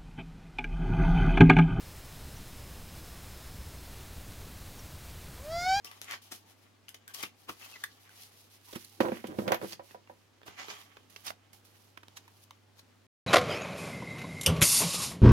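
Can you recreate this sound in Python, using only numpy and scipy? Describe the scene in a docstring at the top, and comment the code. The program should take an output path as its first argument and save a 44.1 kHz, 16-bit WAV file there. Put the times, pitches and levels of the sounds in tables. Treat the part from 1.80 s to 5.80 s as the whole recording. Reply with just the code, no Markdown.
"""A still swamp pool: a steady hiss and low rumble, with a faint, high, insect-like trill that stops
half way and two tiny distant chirps. Near the end a duck gives one loud rising whistle, which starts
almost pure and turns reedy as its overtones sweep through the throat resonances.
Trunks and bank throw back weak echoes of the call."""
import sys
import numpy as np
from scipy import signal
from scipy.fft import rfft, irfft
from scipy.io import wavfile

SR = 44100
rng = np.random.default_rng(int(sys.argv[2]) if len(sys.argv) > 2 else 0)


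def to_wav(sig):
    """Store sig (one row per channel, or 1-D mono) as 16-bit WAV at the path in sys.argv[1].

    Samples outside -1..1 are clipped; the rate is SR.
    """
    pcm = np.clip(np.atleast_2d(sig), -1, 1) * 32767
    pcm = np.round(pcm).astype(np.int16)
    wavfile.write(sys.argv[1], SR, pcm.T)  # frames by channels


N = 176400


def from_db(db):
    """Decibels to gain."""
    return 10 ** (np.asarray(db) / 20)


def in_time(rows):
    """One automation curve for each column after the time."""
    seconds, *columns = np.transpose(rows)
    return [np.interp(np.arange(N) / SR, seconds, column) for column in columns]


def at_hz(points, hz):
    """Read an EQ curve in dB on a log-frequency axis."""
    freqs, db = np.transpose(points)
    return np.interp(np.log(np.maximum(hz, 1)), np.log(freqs), db)


def shaped_noise(gain_at):
    """Noise at unit rms, coloured by a function of frequency."""
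    hz = np.arange(N // 2 + 1) * SR / N
    noise = irfft(rfft(rng.standard_normal(N)) * gain_at(hz), N)
    return noise / np.sqrt(np.mean(noise ** 2) + 1e-20)


def drift(rate_hz):
    """A random wobble at unit rms, mostly slower than the rate."""
    return shaped_noise(lambda hz: 1 / (1 + (hz / rate_hz) ** 2))


def noise_band(centre_hz, width_hz):
    """Resonant noise: an unsteady tone when narrow, a breathy rush when wide."""
    return shaped_noise(lambda hz: 1 / (1 + ((hz - centre_hz) / width_hz) ** 2))


# The whistle's upward glide. Each row: time in seconds, pitch in Hz.
WHISTLE_PITCH = [(3.55, 440), (3.6, 506.5), (3.64, 571), (3.68, 614), (3.722, 661), (3.785, 695),
                 (3.815, 705.5), (3.89, 754.5), (3.938, 770.3), (3.962, 797.6), (4.0, 815)]
# The swell of the call. Each row: time in seconds, fundamental level in dB, overtone drive in dB.
WHISTLE_EFFORT = [(3.54, -78, -54), (3.59, -55, -40), (3.63, -51, -35), (3.655, -41.5, -33),
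                  (3.7, -36.5, -21), (3.725, -34, -10.5), (3.77, -29.5, -8), (3.81, -35, -4.5),
                  (3.845, -36, -1.5), (3.87, -25, -1.5), (3.935, -22, 0), (3.975, -26.5, 1), (4.0, -33, -1)]
# Throat and bill resonances that colour the overtones. Each row: frequency in Hz, gain in dB.
THROAT_EQ = [(1050, -21), (1350, -36), (1560, -34.5), (2000, -38), (2220, -33.5), (2430, -43), (2680, -59),
             (2850, -67), (3000, -46), (3200, -40), (3360, -47), (3850, -44), (4300, -45), (4620, -39),
             (4820, -37.5), (5200, -38.5), (5550, -41.5), (5950, -50), (6500, -49.5), (6750, -51),
             (7000, -44.5), (7300, -57), (7600, -54), (8000, -65), (8450, -59.5), (9400, -69), (11500, -68)]


def duck_whistle(harmonics=15, jitter=.0016, scatter_rad=.8):
    """One rising whistle: a clean fundamental, rough overtones shaped by the throat, a little air."""
    t = np.arange(N) / SR
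    pitch, = in_time(WHISTLE_PITCH)
    tone_db, drive_db = in_time(WHISTLE_EFFORT)
    phase = 2 * np.pi * np.cumsum(pitch * (1 + jitter * drift(rate_hz=110))) / SR
    air = from_db(drive_db - 54) * noise_band(centre_hz=5400, width_hz=2400)
    air_pulse = (1 + np.cos(phase)) / 2
    voice = from_db(tone_db) * np.cos(phase) + air * air_pulse
    # The upper overtones break into a brief, faster flutter as the call swells.
    break_db = 4.5 * np.exp(-((t - 3.868) / .038) ** 2)
    for k in range(2, harmonics + 1):
        treble_share = 1 / (1 + (3700 / (k * pitch)) ** 4)
        flutter_db = 1.7 * drift(rate_hz=33) + treble_share * break_db * drift(rate_hz=72)
        gain = from_db(drive_db + at_hz(THROAT_EQ, k * pitch) + flutter_db)
        # The throat shifts the overtones out of step.
        shift = scatter_rad * treble_share * rng.standard_normal()
        voice += gain * np.cos(k * phase + shift)
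    return voice * (t > WHISTLE_EFFORT[0][0])


# Short slaps around the pool. Each row: delay in seconds, gain in dB.
ECHO_TAPS = [(.021, -25), (.047, -30), (.083, -34), (.131, -30)]


def swamp_echoes(call):
    """Trunks and bank return a few weak, delayed copies of the call."""
    t = np.arange(N) / SR
    return sum(from_db(db) * np.interp(t - delay, t, call, left=0) for delay, db in ECHO_TAPS)


# Two chirps, the later one made of two notes.
# Each row: peak time in seconds, pitch in Hz, length in seconds, level in dB, bandwidth in Hz.
CHIRP_NOTES = [(.575, 5880, 0.04, -61, 60), (2.997, 5620, .024, -56, 300), (2.995, 6450, 0.018, -59, 300)]


def distant_chirps():
    """Tiny high notes far away, each a band of noise that swells and fades."""
    t = np.arange(N) / SR
    chirps = np.zeros(N)
    for peak_s, hz, length_s, db, width_hz in CHIRP_NOTES:
        swell = np.exp(-(2 * (t - peak_s) / length_s) ** 2)
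        chirps += from_db(db) * swell * noise_band(hz, width_hz)
    return chirps


# The trill's close-set tones. Each row: centre in Hz, bandwidth in Hz, level in dB.
TRILL_BANDS = [(5090, 12, -72), (5190, 40, -70.5), (5290, 65, -73)]


def high_trill(end_s=2.17, fade_s=.06):
    """A thin, insect-like shimmer of narrow noise bands that stops half way."""
    gate = np.clip((end_s - np.arange(N) / SR) / fade_s, 0, 1)
    return gate * sum(from_db(db) * noise_band(hz, width) for hz, width, db in TRILL_BANDS)


# The colours of the bed, low and high. Each row: frequency in Hz, relative level in dB.
RUMBLE_EQ = [(18, -2.5), (28, -1), (45, -2.5), (67, 3), (88, -0.2), (105, -4), (150, -6.5), (200, -11),
             (260, -14), (380, -16.5), (500, -18.5)]
HISS_EQ = [(290, -32), (500, -1.5), (638, -1.5), (863, -3.5), (1010, -4), (1310, -5.5), (2100, -7),
           (3280, -8.5), (4020, -7.5), (5200, -10), (5590, -10), (7340, -11), (15500, -12.5)]
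# A fader ride on the rumble, with one early bump. Each row: time in seconds, gain in dB.
RUMBLE_RIDE = [(0, 0.8), (.26, -1), (.37, 3.5), (.47, 1), (1.75, 0.7), (2.1, 0), (2.6, .3), (4.0, 0.1)]


def rumble_and_hiss(rumble_db=-47, hiss_db=-51, crossover_hz=500):
    """The bed: low rumble under an even hiss, both barely wavering."""
    ride_db, = in_time(RUMBLE_RIDE)
    rumble = shaped_noise(lambda hz: from_db(at_hz(RUMBLE_EQ, hz)) * (hz < crossover_hz))
    hiss = shaped_noise(lambda hz: from_db(at_hz(HISS_EQ, hz)) * (hz >= crossover_hz))
    rumble *= from_db(rumble_db + ride_db + .66 * drift(rate_hz=3.8))
    hiss *= from_db(hiss_db + .47 * drift(rate_hz=28))
    return rumble + hiss


def scene():
    """The duck up front and the quiet swamp behind, the same in both channels."""
    call = duck_whistle()
    mono = call + swamp_echoes(call) + distant_chirps() + high_trill() + rumble_and_hiss()
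    return np.stack([mono, mono])


def record(dry):
    """A steep low-pass takes the very top off the mix."""
    cutoff_hz = 15800
    return signal.sosfilt(signal.ellip(12, .1, 70, cutoff_hz, fs=SR, output="sos"), dry)


dry = scene()
out = record(dry)
to_wav(out)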